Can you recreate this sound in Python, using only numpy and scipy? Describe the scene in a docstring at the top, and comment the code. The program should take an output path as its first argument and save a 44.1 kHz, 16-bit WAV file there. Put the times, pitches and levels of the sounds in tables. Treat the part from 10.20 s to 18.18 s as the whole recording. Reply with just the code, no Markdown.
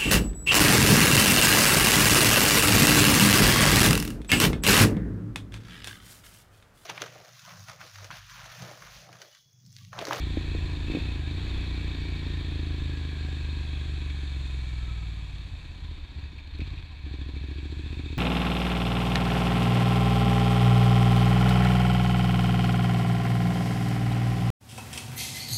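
"""A 90-degree V-twin motorcycle, heard from the rider's chest: it rolls off with a few pops in the exhaust,
shifts down, slows through a bend, shifts down again and pulls away gently.
Uneven exhaust pulses ring the silencer and header pipes as damped resonances; pops ring them too.
Valve taps, drive noise and gear teeth excite the cases; filtered noise beneath gives wind and tyre hiss."""
import sys
import numpy as np
from scipy import signal
from scipy.fft import rfft, irfft, next_fast_len
from scipy.io import wavfile
from scipy.ndimage import uniform_filter1d

SR = 44100
rng = np.random.default_rng(int(sys.argv[2]) if len(sys.argv) > 2 else 0)


def materialize(psi):
    """Save the field psi as 16-bit PCM at rate SR to the path in sys.argv[1].

    A 1-D psi becomes a single channel; in a 2-D psi each row is a channel.
    """
    bounded = np.clip(np.atleast_2d(psi).T, -1, 1)
    quanta = np.round(bounded * 32767).astype(np.int16)
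    wavfile.write(sys.argv[1], SR, quanta)


N = 351918
TIME = np.arange(N) / SR

# one cycle is the four strokes, two crank turns; the second cylinder fires this fraction of it later
SECOND_CYLINDER = 450 / 720
IDLE_HZ = 14  # cycles per second

# silencer resonances: centre_hz, width_hz, level_db
SILENCER_MODES = [(66.8, 17.5, 34.5), (125.2, 24, 18)]
# crankcase and cover resonances: centre_hz, width_hz, level_db
CASE_MODES = [(755, 130, -10.5), (1003, 270, -9.5), (1690, 284, -8.5), (1870, 86, -11), (2312, 220, 0),
              (2530, 286, 0), (3380, 410, -5.5), (3644, 184, 1), (3880, 520, -9), (4170, 133, -6),
              (4585, 78, -8.5), (5540, 98, -21), (6660, 1100, -31.5), (7520, 570, -23.5)]
# throttle blips before the downshifts: start_s, rise_s, fall_s, added_cycles_per_s
THROTTLE_BLIPS = [(.65, .2, .18, 5.71), (6.3, .2, .37, 3.85)]


def undb(db):
    """Amplitude ratio: 20 dB is a factor of ten."""
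    return 10 ** (np.asarray(db) / 20)


def curves(table):
    """Linear interpolation in time of every column after the first."""
    s, *columns = np.transpose(table)
    return [np.interp(TIME, s, column) for column in columns]


def unit(x):
    """Normalisation to an rms of 1."""
    return x / np.sqrt(np.mean(x ** 2))


def even(x, size=8000):
    """Slow gain control: the running rms is held near 1 while single pulses survive; size in samples."""
    power = uniform_filter1d(uniform_filter1d(x ** 2, size), size)
    return x / np.sqrt(power + 1e-18)


def resonate(x, modes, order=1):
    """Modal superposition: a sum of damped resonances; a higher order gives steeper skirts."""
    out = 0
    for hz, width_hz, db in modes:
        b, a = signal.iirpeak(hz, hz / width_hz, SR)
        sections = np.tile(np.r_[b, a], (order, 1))
        out = out + undb(db) * signal.sosfilt(sections, x)
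    return out


def lowpass(x, hz, order=2):
    """Low-pass filtering: the spectrum rolls off above hz."""
    return signal.sosfilt(signal.butter(order, hz, fs=SR, output="sos"), x)


def colour(x, points):
    """Spectral shaping by (hz, level_db) points joined along a logarithmic frequency axis."""
    hz, db = np.transpose(points)
    size = next_fast_len(N)
    f = np.maximum(np.fft.rfftfreq(size, 1 / SR), 1)
    gain = undb(np.interp(np.log(f), np.log(hz), db))
    return irfft(rfft(x, size) * gain, size)[:N]


def walk(rate):
    """Slow random fluctuation, spread near 1: rate random steps per second, smoothed twice."""
    k = int(SR / rate)
    steps = np.repeat(rng.standard_normal(N // k + 1), k)
    return 0.72 * uniform_filter1d(uniform_filter1d(steps, k), k)[:N]


def impulses(times, sizes):
    """Impulse excitation: one click of the given size at each time."""
    samples = np.clip(np.asarray(times) * SR, 0, N - 1).astype(int)
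    return np.bincount(samples, sizes, N)


def fade(clicks, time_s):
    """Exponential decay: every click gains a tail with this time constant."""
    return signal.lfilter([1], [1, -np.exp(-1 / (time_s * SR))], clicks)


def puffs(clicks, time_s):
    """Turbulence: a decaying noise burst after each click, its energy independent of its length."""
    return fade(clicks, time_s) * rng.standard_normal(N) * np.sqrt(2 / (time_s * SR))


def hump(start_s, length_s):
    """Half-sine pulse: a smooth rise from 0 to 1 and back."""
    return np.sin(np.pi * np.clip((TIME - start_s) / length_s, 0, 1))


def road_air():
    """Turbulent flow is broadband: wind buffets the microphone; tyres and passing air hiss."""
    # air and tyre hiss: time_s, level_db
    hiss_levels = [(.4, -67), (2, -71), (4.3, -65.5), (5.5, -73), (6.7, -97), (7.6, -72)]
    # wind: time_s, level_db
    wind_levels = [(0, -36.5), (3, -41), (7.98, -50)]
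    # spectrum of the hiss: frequency_hz, level_db
    hiss_spectrum = [(2000, -29), (5500, 3.5), (7000, 13), (8500, 5.5), (10000, -1), (12000, -10),
                     (15000, -17)]
    # spectrum of wind on the microphone: frequency_hz, level_db
    wind_spectrum = [(8, -43), (24, -1), (45, -4), (90, -8.5), (180, -19.5), (400, -33.5), (1000, -37.5),
                     (4000, -77)]
    (hiss_db,), (wind_db,) = curves(hiss_levels), curves(wind_levels)
    hiss = unit(colour(rng.standard_normal(N), hiss_spectrum)) * undb(hiss_db + 0.48 * walk(25))
    wind = unit(colour(rng.standard_normal(N), wind_spectrum)) * undb(wind_db + 2 * walk(5.86))
    return hiss + wind


def engine_speed():
    """Rigid gearing: the road turns the engine; each blip spins it up and lets it sink back."""
    # engine speed, stepping up from 1.03 s when the lower gear bites: time_s, cycles_per_s
    road_speed = [(0, 28.55), (.3, 28.27), (1.03, 24.51), (1.23, 31.07), (1.7, 29.05), (2.9, 25.39),
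                  (3.8, 24.12), (4.5, 21.03), (5.6, 15.29), (6.3, 13.43), (7.15, 13.295), (7.8, 15.26),
                  (7.98, 14.33)]
    cycle_hz = curves(road_speed)[0]
    for s, rise, fall, hz in THROTTLE_BLIPS:
        cycle_hz = cycle_hz + np.interp(TIME, [s, s + rise, s + rise + fall], [0, hz, 0])
    return cycle_hz


def drive():
    """Firing strength from 0 to 1 is a sum of contributions: the grip, the blips and catches near idle."""
    # twist grip, nearly shut until the bike pulls away: time_s, throttle
    grip = [(6.78, 0.2), (6.9, 0.9), (7.6, 0.89), (7.98, 1)]
    # near idle the engine catches for a few strokes: start_s, length_s, strength
    catch_times = [(5.572, 0.26, 0.31), (5.94, 0.15, 0.48), (6.404, 0.25, 0.3)]
    blip_open_s, blip_full_hz = 0.19, 9.6  # throttle opening time; speed that a wide-open blip adds
    blips = sum(hz / blip_full_hz * hump(s, blip_open_s) for s, _, _, hz in THROTTLE_BLIPS)
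    catches = sum(strength * hump(s, length) for s, length, strength in catch_times)
    return np.clip(curves(grip)[0] + blips + catches, 0, 1)


def coasting(cycle_hz, db, knee_hz, slope_db):
    """Pumping without combustion: an exhaust layer is steady above the knee and fades below it."""
    return undb(db - slope_db * np.maximum(knee_hz - cycle_hz, 0))


def loudness(cycle_hz, throttle):
    """Bark and rattle gains grow with engine speed and throttle; coasting boom, fading below a knee,
    crossfades to a fixed driven level."""
    # coasting boom: level_db, knee_cycles_per_s, loss_db_per_cycle_per_s
    coast_boom = (-30.5, 19.75, 3)
    # coasting bark: level_db, knee_cycles_per_s, loss_db_per_cycle_per_s
    coast_bark = (-43, 26.26, 2.36)
    drive_boom_db = -32.5
    # levels at idle speed and their growth per doubling of it
    drive_bark_db, bark_db_per_octave = -43.5, 10
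    rattle_db, rattle_db_per_octave, rattle_drive_db = -53, 8.5, 5
    octaves = np.log2(cycle_hz / IDLE_HZ)
    boom = (1 - throttle) * coasting(cycle_hz, *coast_boom) + throttle * undb(drive_boom_db)
    driven_bark = throttle ** 2 * undb(drive_bark_db + bark_db_per_octave * octaves)
    bark = np.hypot(coasting(cycle_hz, *coast_bark), driven_bark)
    rattle = undb(rattle_db + rattle_db_per_octave * octaves + rattle_drive_db * throttle ** 2)
    return boom, bark, rattle


def strokes(cycles, offset, lead_s=.0018):
    """Phase crossings of the cycle; each is placed lead_s early, making up for the delay of the filters."""
    return np.interp(np.arange(offset, cycles[-1], 1), cycles, TIME) - lead_s


def gear_knocks(ring_s=0.017):
    """Impact excitation: shift dogs and levers land with a short rattle of the cases."""
    # gearbox and lever knocks: time_s, level_db
    knocks = [(0.744, -47), (0.793, -44.5), (6.182, -46.5), (6.387, -51), (6.405, -40.5), (6.576, -48)]
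    s, db = np.transpose(knocks)
    noise = rng.standard_normal(N)
    ring = resonate(noise, CASE_MODES, order=2) + resonate(noise, [(2456, 220, 7)], order=2)
    return fade(impulses(s, undb(db)), ring_s) * unit(ring)


def gear_whine(cycles, flutter=1.5):
    """Tooth meshing with phase modulation: the timing gear sings out as it sweeps the cover's resonances."""
    # cover resonances: centre_hz, width_hz, level_db
    cover_modes = [(1330, 76, -63), (1650, 96, -56), (1826, 105, -59.5)]
    teeth_per_cycle = 65
    # the crank speeds and slows within each cycle
    swing = 1.97 * np.sin(2 * np.pi * cycles)
    mesh = np.sin(2 * np.pi * teeth_per_cycle * cycles + flutter * walk(130) + swing)
    return resonate(unit(mesh * undb(5.4 * walk(40))), cover_modes)


def cases(x, wander_db=4.9):
    """Structural transmission: the metal is heard through panels that swell and ebb separately."""
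    # broad spectrum of the rattle: frequency_hz, level_db
    rattle_spectrum = [(200, 2.5), (450, -9.5), (650, -8), (1300, -6), (2000, -2), (2900, -3), (4400, -1.5),
                       (5000, -16), (7700, -24), (8600, -26), (15000, -39)]
    panels = sum(resonate(x, [mode], order=2) * undb(wander_db * walk(7)) for mode in CASE_MODES)
    return panels + colour(x, rattle_spectrum)


def machinery(cycles, throttle, clatter_db=-5, tap_s=0.0035, tap_scatter_db=3, throb=0.15,
              coast=0.039, load=0.13, count=8):
    """Periodic impacts over modulated noise: valves clatter on the rush of chain, belts and clutch."""
    # eight valve seatings a cycle, four for each cylinder
    offsets = [(start + k / count * 2) % 1 for start in (0, SECOND_CYLINDER) for k in range(count // 2)]
    times = np.concatenate([strokes(cycles, offset) for offset in offsets])
    times = times + 0.00043 * rng.standard_normal(len(times))
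    taps = impulses(times, undb(tap_scatter_db * rng.standard_normal(len(times))))
    clatter = even(puffs(uniform_filter1d(taps, size=90), tap_s))
    # the rush throbs once a crank turn
    rush = rng.standard_normal(N) * (1 + throb * np.cos(4 * np.pi * cycles))
    # the pair of power strokes loads the drive once a cycle, more so under throttle
    surge = 1 + (coast + load * throttle) * np.cos(2 * np.pi * cycles)
    return unit(cases((rush + undb(clatter_db) * clatter) * surge))


def pops(crack_hz=600, thump_hz=220, gas_db=-10, gas_s=0.0075):
    """Impulsive combustion: unburnt fuel cracks through the pipe; gas rumbles after; the silencer thumps."""
    # pops, the loudest entry setting the layer's peak: time_s, crack_db, thump_db
    pop_times = [(.1713, -19.5, -28), (.3490, -25, -54), (.6990, -28, -32), (.7360, -31, -45),
                 (.7490, -21.5, -25.5), (.7703, -20, -55), (.7814, -40, -29), (2.392, -31, -46),
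                 (3.086, -33, -51), (5.7125, -48, -47), (6.394, -35, -28), (6.417, -38.5, -24)]
    # ring of a pop: centre_hz, width_hz, level_db
    pop_modes = [(263.5, 48, 15), (297, 35, 20), (384, 98, -9), (690, 180, -10)]
    s, crack_db, thump_db = np.transpose(pop_times)
    bangs = impulses(s, undb(crack_db))
    gas = undb(gas_db) * puffs(bangs, gas_s)
    crack = lowpass(resonate(bangs + gas, pop_modes), crack_hz, order=4)
    thump = lowpass(resonate(impulses(s, undb(thump_db)), SILENCER_MODES), thump_hz, order=4)
    crack = crack * undb(crack_db.max()) / np.abs(crack).max()
    thump = thump * undb(thump_db.max()) / np.abs(thump).max()
    return crack - thump


def exhaust(cycles, throttle, idling, boom_gain, bark_gain, soft_db=-6, second_db=1, stumble=.04,
            stumble_db=-8, edge_hz=152, idle_edge_hz=110, bark_edge_hz=450, soft_hz=400, gas_db=-7, gas_s=0.018):
    """Pulse-excited resonators: two cylinders, 450 and 270 degrees apart, pulse into one pipe."""
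    # header pipe resonances: centre_hz, width_hz, level_db
    pipe_modes = [(259.3, 54, 2.5), (283.8, 25, -5), (344, 15, -10.5)]
    pipe_note = (277.6, 50, 0)  # centre_hz, width_hz, level_db
    idle_note_db, note_db = -60.5, -8.5  # the note's level at idle, and against the bark
    # scatter between pulses grows from smooth running to a lumpy, coasting idle
    smooth_scatter_db, lumpy_scatter_db = 0.83, 3
    scatter_db = smooth_scatter_db + (lumpy_scatter_db - smooth_scatter_db) * idling
    first, second = strokes(cycles, 0), strokes(cycles, SECOND_CYLINDER)
    # one scatter for the flow of each pulse, another for its front
    flow_a, front_a = rng.standard_normal((len(first), 2)).T * np.interp(first, TIME, scatter_db)
    flow_b, front_b = rng.standard_normal((len(second), 2)).T * np.interp(second, TIME, scatter_db)
    # off throttle a stroke of the second cylinder now and then comes out weak
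    weak = rng.random(len(second)) < stumble * (1 - np.interp(second, TIME, throttle))
    early = impulses(first, undb(flow_a))
    late = impulses(second, undb(flow_b + second_db + stumble_db * weak))
    # off throttle the second pulse is blunt
    flow = early + throttle * late + (1 - throttle) * lowpass(late, soft_hz, order=1)
    boom = lowpass(resonate(flow, SILENCER_MODES), edge_hz, order=4)
    # the slow pulses of an idling engine are duller
    boom = even((1 - idling) * boom + idling * lowpass(boom, idle_edge_hz))
    # only steep fronts ring the headers; ragged burning trails more turbulence
    late_fronts = impulses(second, undb(front_b)) * undb(soft_db * (2 - throttle))
    fronts = impulses(first, undb(front_a)) + late_fronts
    gas = undb(gas_db) * scatter_db * puffs(fronts, gas_s)
    bark = even(lowpass(resonate(fronts + gas, pipe_modes), bark_edge_hz, order=4))
    # the pipe's own note hums on at idle and grows with the bark
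    note_gain = np.hypot(undb(idle_note_db), undb(note_db) * bark_gain)
    note = even(resonate(fronts + gas, [pipe_note], order=2)) * note_gain
    # the front arrives as a push, the silencer answers with a suck
    return bark * bark_gain + note - boom * boom_gain


def scene():
    """Common phase: one crank drives exhaust and machinery together."""
    cycle_hz, throttle = engine_speed(), drive()
    cycles = np.cumsum(cycle_hz) / SR
    smooth_above_hz = 20.1  # cycles per second
    idling = np.interp(cycle_hz, [IDLE_HZ, smooth_above_hz], [1, 0]) * (1 - throttle)
    boom, bark, rattle = loudness(cycle_hz, throttle)
    pipes = exhaust(cycles, throttle, idling, boom, bark) + pops()
    metal = machinery(cycles, throttle) * rattle + gear_whine(cycles) + gear_knocks()
    return (pipes + metal + road_air())[None]


def record(dry):
    """Band limiting: a steep elliptic low-pass removes the extreme treble."""
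    top_hz = 15250
    return signal.sosfilt(signal.ellip(10, .2, 70, top_hz, fs=SR, output="sos"), dry)


dry = scene()
out = record(dry)
materialize(out)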